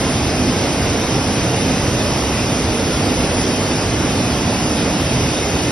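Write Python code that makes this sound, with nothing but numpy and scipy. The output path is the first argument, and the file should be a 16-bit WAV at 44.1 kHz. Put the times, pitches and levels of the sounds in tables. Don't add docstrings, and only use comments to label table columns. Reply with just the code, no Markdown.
import sys
import numpy as np
from scipy import signal
from scipy.fft import dct
from scipy.io import wavfile
from scipy.ndimage import uniform_filter1d

SR = 44100
rng = np.random.default_rng(int(sys.argv[2]) if len(sys.argv) > 2 else 0)


def put_to_file(sound):
    columns = np.atleast_2d(sound).T
    safe = np.clip(columns, -1, 1)
    whole_steps = np.round(safe * 32767)
    wavfile.write(sys.argv[1], SR, whole_steps.astype(np.int16))


def volts_from_decibels(level):
    exponent = np.asarray(level, float) / 20
    return 10 ** exponent


N = 251811


def evened(x):
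    return x / np.sqrt(np.mean(abs(x) ** 2) + 1e-20)


def smooth(x, size_0, size_1):
    return uniform_filter1d(uniform_filter1d(x, size=size_0, axis=0), size=size_1, axis=1)


def read(points, hz, column=1):
    table = np.transpose(points)
    return np.interp(np.log(hz + 1), np.log(table[0] + 1), table[column])


def ports(common, other, hz):
    # pitch_hz, likeness_0_to_1, left_lead_rad, left_minus_right_db
    port_pair = [(70, .998, 0, -.4), (450, .99, -.03, -3), (950, .83, -.09, -2.7), (1900, .96, .03, -.1),
                 (2400, .62, .6, .1), (2900, .23, 1.2, -.9), (3900, .65, .66, -.3), (4500, .51, .84, -2.5),
                 (5200, .93, .13, .1), (6100, .72, 1.8, -.1), (6600, .96, 3, 0), (8050, .95, 3.25, 0),
                 (8950, .5, 4.7, -.1), (9700, .96, 6.2, 0)]
    same = np.clip(read(port_pair, hz, column=1), 0, 1)
    lead = np.exp(.5j * read(port_pair, hz, column=2))
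    tilt = volts_from_decibels(read(port_pair, hz, column=3) / 2)
    alike = np.sqrt((1 + same) / 2) * common
    apart = np.sqrt((1 - same) / 2) * other
    return np.array([(alike + apart) * lead * tilt, (alike - apart) / lead / tilt])


def waver(width_hz):
    hop = 32
    pole = np.exp(-np.pi * max(width_hz, .5) * hop / SR)
    a, b = rng.standard_normal((2, N // hop + 2000))
    slow = signal.lfilter([1], np.convolve([1, -pole], [1, -pole]), a + 1j * b)[1998:]
    return evened(np.interp(np.arange(N) / hop, np.arange(len(slow)), slow))


def wash(spectrum, level_db, db_per_s, patchy_db, flicker_db):
    frames, hz = N // 512 + 5, np.fft.rfftfreq(2048, 1 / SR)
    a, b, c, d, patches = rng.standard_normal((frames, 1025, 5)).T
    patches = evened(smooth(patches, 6, 7))
    flicker = evened(uniform_filter1d(rng.standard_normal(frames), size=5))
    colour = volts_from_decibels(read(spectrum, hz)[:, None] + patchy_db * patches + flicker_db * flicker)
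    z = ports(colour * (a + 1j * b), colour * (c + 1j * d), hz[:, None])
    x = signal.istft(z, nperseg=2048, noverlap=1536)[1][:, :N]
    mono_rms = np.sqrt(np.mean(x.mean(0) ** 2))
    return x / mono_rms * volts_from_decibels(level_db + db_per_s * np.arange(N) / SR)


def resonance(hz, width_hz):
    t = np.arange(N) / SR
    ring = ports(waver(width_hz), waver(width_hz), hz) * np.exp(2j * np.pi * hz * t)
    return np.sqrt(2) * ring.real


def glides(events):
    out = np.zeros((2, N))
    for start_s, hz, glide_hz, length_s, db in events:
        t = np.arange(round(length_s * SR)) / SR
        turns = hz * t + glide_hz * t ** 2 / 2 / length_s
        tone = volts_from_decibels(db) * 2 * np.hanning(len(t)) * np.exp(2j * np.pi * turns)
        out[:, round(start_s * SR):][:, :len(t)] += ports(tone, 0 * tone, hz).real
    return out


def roar():
    # pitch_hz, density_db_per_hz
    roar_spectrum = [(27, -34), (50, -5), (60, -1.5), (110, 0.5), (170, -3.5), (250, -1), (400, -6.5),
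                     (600, -8.5), (850, -12), (1050, -15), (1600, -18.5), (2100, -18.5), (2350, -19.5),
                     (2900, -47.5)]
    return wash(roar_spectrum, level_db=-17.5, db_per_s=-.1461, patchy_db=1.0, flicker_db=.4)


def hiss():
    # pitch_hz, density_db_per_hz
    hiss_spectrum = [(2000, -27.5), (2480, 2), (2950, 0.5), (3400, -2), (3700, -1.5), (4080, -5),
                     (4550, -3), (4850, 0.5), (5400, 0), (6250, -1), (7100, -7.5), (8700, -8.5),
                     (10400, -10.5), (11900, -15)]
    return wash(hiss_spectrum, level_db=-26.5, db_per_s=.0853, patchy_db=1.5, flicker_db=.3)


def hums():
    # pitch_hz, width_hz, level_db
    hum_tones = [(85.7, 7.9, -40), (118, 18, -36.5), (190.5, 4.4, -39), (256, 9, -32), (303.2, 7, -37),
                 (452.6, 3.6, -37), (550, 3.1, -41.5), (2122, 60, -42.5), (3686, 270, -45),
                 (4300, 54, -49.5)]
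    return sum(volts_from_decibels(db) * resonance(hz, width_hz) for hz, width_hz, db in hum_tones)


def body():
    t = np.arange(N) / SR
    return volts_from_decibels(-34 - 1.2 * t) * resonance(hz=710, width_hz=250)


def surges():
    # start_s, pitch_hz, glide_hz, length_s, level_db
    booms = [(.16, 326, 0, .24, -31), (.23, 613, 0, .2, -38), (.23, 775, 0, .2, -41),
             (.86, 445, 0, .24, -32), (1.08, 775, 25, .2, -39), (1.15, 581, 0, .2, -38),
             (1.4, 340, 0, .2, -35), (1.4, 118, 14, .24, -29), (1.43, 703, 0, .2, -39),
             (1.5, 193, 0, .4, -30), (1.55, 150, 8, .2, -30), (1.76, 552, 0, .2, -36),
             (1.99, 391, 0, .2, -35), (2.02, 305, 0, .3, -31), (2.09, 671, 0, .2, -38),
             (2.55, 222, 0, .22, -31), (2.62, 412, 0, .2, -34), (2.63, 610, 0, .2, -38),
             (2.95, 112, -30, .24, -29), (3.1, 66, -4, .26, -28), (2.4, 262, 0, .3, -31),
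             (3.42, 100, 0, .3, -30), (4.4, 252, 0, .8, -33), (3.52, 638, 0, .2, -38),
             (3.87, 473, 0, .2, -38), (3.88, 301, 0, .22, -33), (4.27, 513, 0, .2, -38),
             (4.51, 742, 0, .2, -39), (4.68, 301, 0, .22, -32), (5.37, 771, 0, .2, -38),
             (5.39, 506, 0, .2, -37), (5.42, 78, 30, .24, -31)]
    return glides(booms)


def squeaks():
    # start_s, pitch_hz, glide_hz, length_s, level_db
    short_tones = [(.62, 3990, 90, .07, -46), (.1, 3660, 0, .06, -41), (.59, 5544, 0, .06, -41),
                   (1.11, 2390, 0, .06, -42), (.86, 5800, 0, .07, -37), (1.72, 2520, 80, .05, -35),
                   (1.995, 2580, 0, .04, -35), (1.993, 3610, 0, .04, -34), (2.17, 2740, 290, .17, -37),
                   (2.35, 2300, 300, .08, -35), (2.57, 1950, 300, .09, -37), (1.58, 2110, 0, .06, -39),
                   (1.6, 2982, 0, .06, -42), (1.82, 5307, 0, .06, -39), (2.02, 5000, 160, .08, -41),
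                   (2.39, 2520, 250, .09, -37), (4.23, 2680, 0, .06, -41), (4.3, 4145, 0, .06, -43),
                   (4.72, 2691, 0, .06, -41), (2.95, 5440, 0, .7, -47), (.95, 5514, 0, .8, -48),
                   (4.46, 3197, 0, .06, -44), (4.54, 2950, 0, .06, -42), (3.54, 2900, 0, .04, -39),
                   (4.175, 4145, 0, .05, -43), (5.4, 2550, 0, .06, -37), (5.41, 2150, 0, .05, -34),
                   (5.56, 4400, 50, .05, -41), (.6, 9957, 0, .3, -52), (1.19, 9957, 0, .12, -46),
                   (1.4, 9957, 0, .1, -48), (1.78, 9957, 0, .12, -49), (2.89, 9957, 0, .12, -46),
                   (1.5, 10037, 0, .12, -48)]
    return glides(short_tones)


def bearings():
    # pitch_hz, width_hz, level_db
    bearing_tones = [(5254, 12, -49), (5290, 14, -51), (5322, 10, -50), (5442, 3, -48), (5514, 10, -49)]
    return sum(volts_from_decibels(db) * resonance(hz, width_hz) for hz, width_hz, db in bearing_tones)


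def whine():
    # middle_s, length_s, shift_hz, level_db
    echo_swells = [(.03, .5, 0, -38), (.45, .2, -5, -47), (.75, .6, 0, -45.5), (1.05, .3, -2, -51),
                   (1.34, .26, 1, -40.5), (1.6, .12, 0, -37), (1.87, .24, -3, -46), (2.15, .5, 2, -42.5),
                   (2.43, .36, -4, -43.5), (2.76, .16, -2, -40.5), (2.92, .22, -1, -44),
                   (3.2, .26, -4, -41), (3.46, .74, -3, -37.5), (3.62, .12, -3, -38), (3.76, .2, -3, -43),
                   (4.08, .3, -4, -49), (4.25, .14, -3, -47), (4.5, .3, -3, -45), (4.72, .32, -3, -40),
                   (5.08, .26, 2, -40.5), (5.35, .16, -4, -41.5), (5.56, .4, 0, -48)]
    whine_hz, shaft_hz = 10000, 38.75
    lower_db, upper_db, side_width_hz = -55, -54.5, 16
    bed_db, bed_width_hz, flutter, flutter_width_hz = -52, 18, .3, 16
    t = np.arange(N) / SR
    middle_s, length_s, shift_hz, level_db = np.transpose(echo_swells)[..., None]
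    arches = np.cos(np.pi * np.clip((t[::32] - middle_s) / length_s, -.5, .5))
    height = np.interp(t, t[::32], np.sqrt(((volts_from_decibels(level_db) * arches) ** 2).sum(0)))
    drift_hz = np.interp(t, middle_s[:, 0], shift_hz[:, 0])
    drift = np.exp(2j * np.pi * np.cumsum(drift_hz) / SR)
    steady = np.exp(2j * np.pi * whine_hz * t)
    shaft = np.exp(2j * np.pi * shaft_hz * t)
    lower = volts_from_decibels(lower_db) * waver(side_width_hz) / shaft
    upper = volts_from_decibels(upper_db) * waver(side_width_hz) * shaft
    swells = height * drift * (1 + flutter * waver(flutter_width_hz))
    bed = volts_from_decibels(bed_db) * waver(bed_width_hz)
    tone = np.sqrt(2) * (swells + bed + lower + upper) * steady
    return (tone * np.exp([[.14j], [-.14j]])).real


def scene():
    return roar() + hiss() + hums() + body() + surges() + squeaks() + bearings() + whine()


def dropouts(parts):
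    # pitch_hz, sum_sd, difference_sd
    rarity = [(300, 3, 2.2), (750, 3, 2), (1300, 2.4, 1.1), (1600, 2.2, 1.5), (2000, 2, .2),
              (2300, 1.7, 1.2), (3000, 1.3, 3), (3500, 1.3, 2.4), (4000, 1.2, .7), (4300, 1.15, 1.5),
              (4700, 1.5, 1.2), (5300, 2, .1), (5700, 1.9, 1.2), (6200, 1.4, 3), (6300, .3, 3),
              (6420, -.4, 3), (6620, -.9, 2.5), (6700, -3, 2.5), (8150, -3, 1.6), (8230, -.1, 1.4),
              (8500, .4, 1.2), (8930, .6, .7), (8980, .9, -.1), (9400, 1.2, -.3), (10000, 1.5, -1),
              (10800, 1.3, -2.5), (11400, 1.1, -2), (11620, .5, -2.5), (11730, -2, -3)]
    # pitch_hz, sum_sd, difference_sd
    late_strain = [(1000, .2, -.4), (1500, .2, -.4), (2000, .2, .1), (3500, .2, .3), (4000, .2, .6),
                   (5000, .2, .1), (6000, .3, 0), (6400, .45, 0), (8000, .2, 0), (9200, .2, .25),
                   (11000, .1, 0)]
    sd_per_db, sink_db, shallow_db, strain_s = .11, 90, 19, 2.9
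    hz = (np.arange(1024) + .5) * SR / 2048
    t = np.arange(parts.shape[1])[:, None] * 1024 / SR
    low = hz < 6200
    sum_strip = np.arange(1024) // np.where(low, 4, 8) + 512 * low
    chance = evened(uniform_filter1d(rng.standard_normal(parts.shape), size=2, axis=1))
    chance = np.array([chance[0][:, sum_strip], chance[1][:, np.arange(1024) // 8]])
    whine_power = (parts[0][:, hz > 9000] ** 2).max(1)
    tone_db = 10 * np.log10(uniform_filter1d(whine_power, size=7) + 1e-12)
    excess_db = np.maximum(tone_db - np.median(tone_db), 0)[:, None]
    reach = np.clip(abs(hz - 9500) / 800, 0, 1) * (hz > 8000) * np.clip((12200 - hz) / 1200, 0, 1)
    masked = sd_per_db * excess_db * reach
    rare = np.array([read(rarity, hz, column) for column in (1, 2)])[:, None]
    strain = np.array([read(late_strain, hz, column) for column in (1, 2)])[:, None]
    over = chance + masked * [[[1]], [[0]]] + strain * np.tanh(2 * (t - strain_s)) - rare
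    over = over - 9 * (abs(hz - 10000) < 60)
    deepest_db = np.where(low * [[[1]], [[0]]], shallow_db, 90)
    return volts_from_decibels(-np.clip(sink_db * over, 0, deepest_db))


def thinned(x):
    # pitch_hz, level_db
    floor_db = [(200, -25), (800, -24.5), (1500, -18.5), (2600, -19.5), (3300, -20.5), (4100, -19.5),
                (5300, -20.5), (6300, -17.5), (7000, -15), (8400, -11.5), (9300, -10.5), (10100, -14),
                (10800, -11), (11400, -8), (11800, -7)]
    # start_s, low_hz, high_hz, share
    lopsided = [(.04, 9930, 10070, .4), (.17, 11400, 11550, 1), (.27, 11050, 11700, 1),
                (.3, 11050, 11700, 1), (1.33, 9930, 10070, .4), (1.39, 11450, 11700, 1),
                (1.74, 11050, 11700, 1), (2.09, 11200, 11400, 1), (2.21, 9930, 10070, .4),
                (2.84, 11400, 11550, 1), (3.18, 9930, 10070, .5), (3.45, 9930, 10070, .3),
                (3.48, 9930, 10070, .3), (3.57, 9930, 10070, .3), (4.69, 9930, 10070, .4),
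                (4.69, 11050, 11500, 1), (4.93, 11050, 11700, 1), (5.01, 9930, 10070, .4)]
    least_share, loose_db, masking, full_hz = .13, 2.5, .9, 3700
    half, offset = 1024, 325
    window = signal.windows.kaiser_bessel_derived(2 * half, 4 * np.pi)
    pair = np.pad([x[0] + x[1], x[0] - x[1]], ((0, 0), (2 * half - offset, 2 * half)))
    count = pair.shape[1] // half - 1
    index = half * np.arange(count)[:, None] + np.arange(2 * half)
    a, b, c, d = np.split(window * pair[:, index], 4, axis=2)
    folded = np.concatenate([-c[..., ::-1] - d, a - b[..., ::-1]], axis=2)
    parts = dct(folded, type=4, norm="ortho")
    bands = (parts * dropouts(parts)).reshape(2, count, -1, 8)
    power = (bands ** 2).sum(0).mean(-1, keepdims=True)
    loudness = np.sqrt(abs(uniform_filter1d(power, size=7, axis=1))) + 1e-9
    hz = (np.arange(half // 8)[:, None] + .5) * 4 * SR / half
    drift = evened(smooth(rng.standard_normal(loudness.shape), 2, 3))
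    step = loudness * volts_from_decibels(read(floor_db, hz) + loose_db * drift) / .6
    own = uniform_filter1d((bands ** 2).mean(-1, keepdims=True), size=3, axis=1)
    own = np.sqrt(abs(uniform_filter1d(own, size=3, axis=2))) + 1e-9
    step = step * (own.max(0) / own) ** (masking * np.minimum(hz / full_hz, 1))
    whole = np.sign(bands) * np.floor(abs(bands) / step + .4)
    whole *= (whole != 0).mean(-1, keepdims=True) > least_share
    kept = (whole * step).reshape(folded.shape)
    line_hz = np.arange(half) * SR / 2 / half
    for start_s, low_hz, high_hz, share in lopsided:
        frame = round((start_s * SR - offset) / half) + 1
        strip = (line_hz > low_hz) & (line_hz < high_hz)
        kept[1, frame, strip] = -share * kept[0, frame, strip]
    u, v = np.split(dct(kept, type=4, norm="ortho"), 2, axis=2)
    frames = window * np.concatenate([v, -v[..., ::-1], -u[..., ::-1], -u], axis=2)
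    lapped = (frames[:, 1:, :half] + frames[:, :-1, half:]).reshape(2, -1)
    total, apart = lapped[:, half - offset:][:, :N]
    return np.array([total + apart, total - apart]) / 2


def top_cut(x):
    return signal.sosfilt(signal.butter(12, 11725, fs=SR, output="sos"), x)


def record(dry):
    mix = thinned(dry)
    return top_cut(mix)


dry = scene()
out = record(dry)
put_to_file(out)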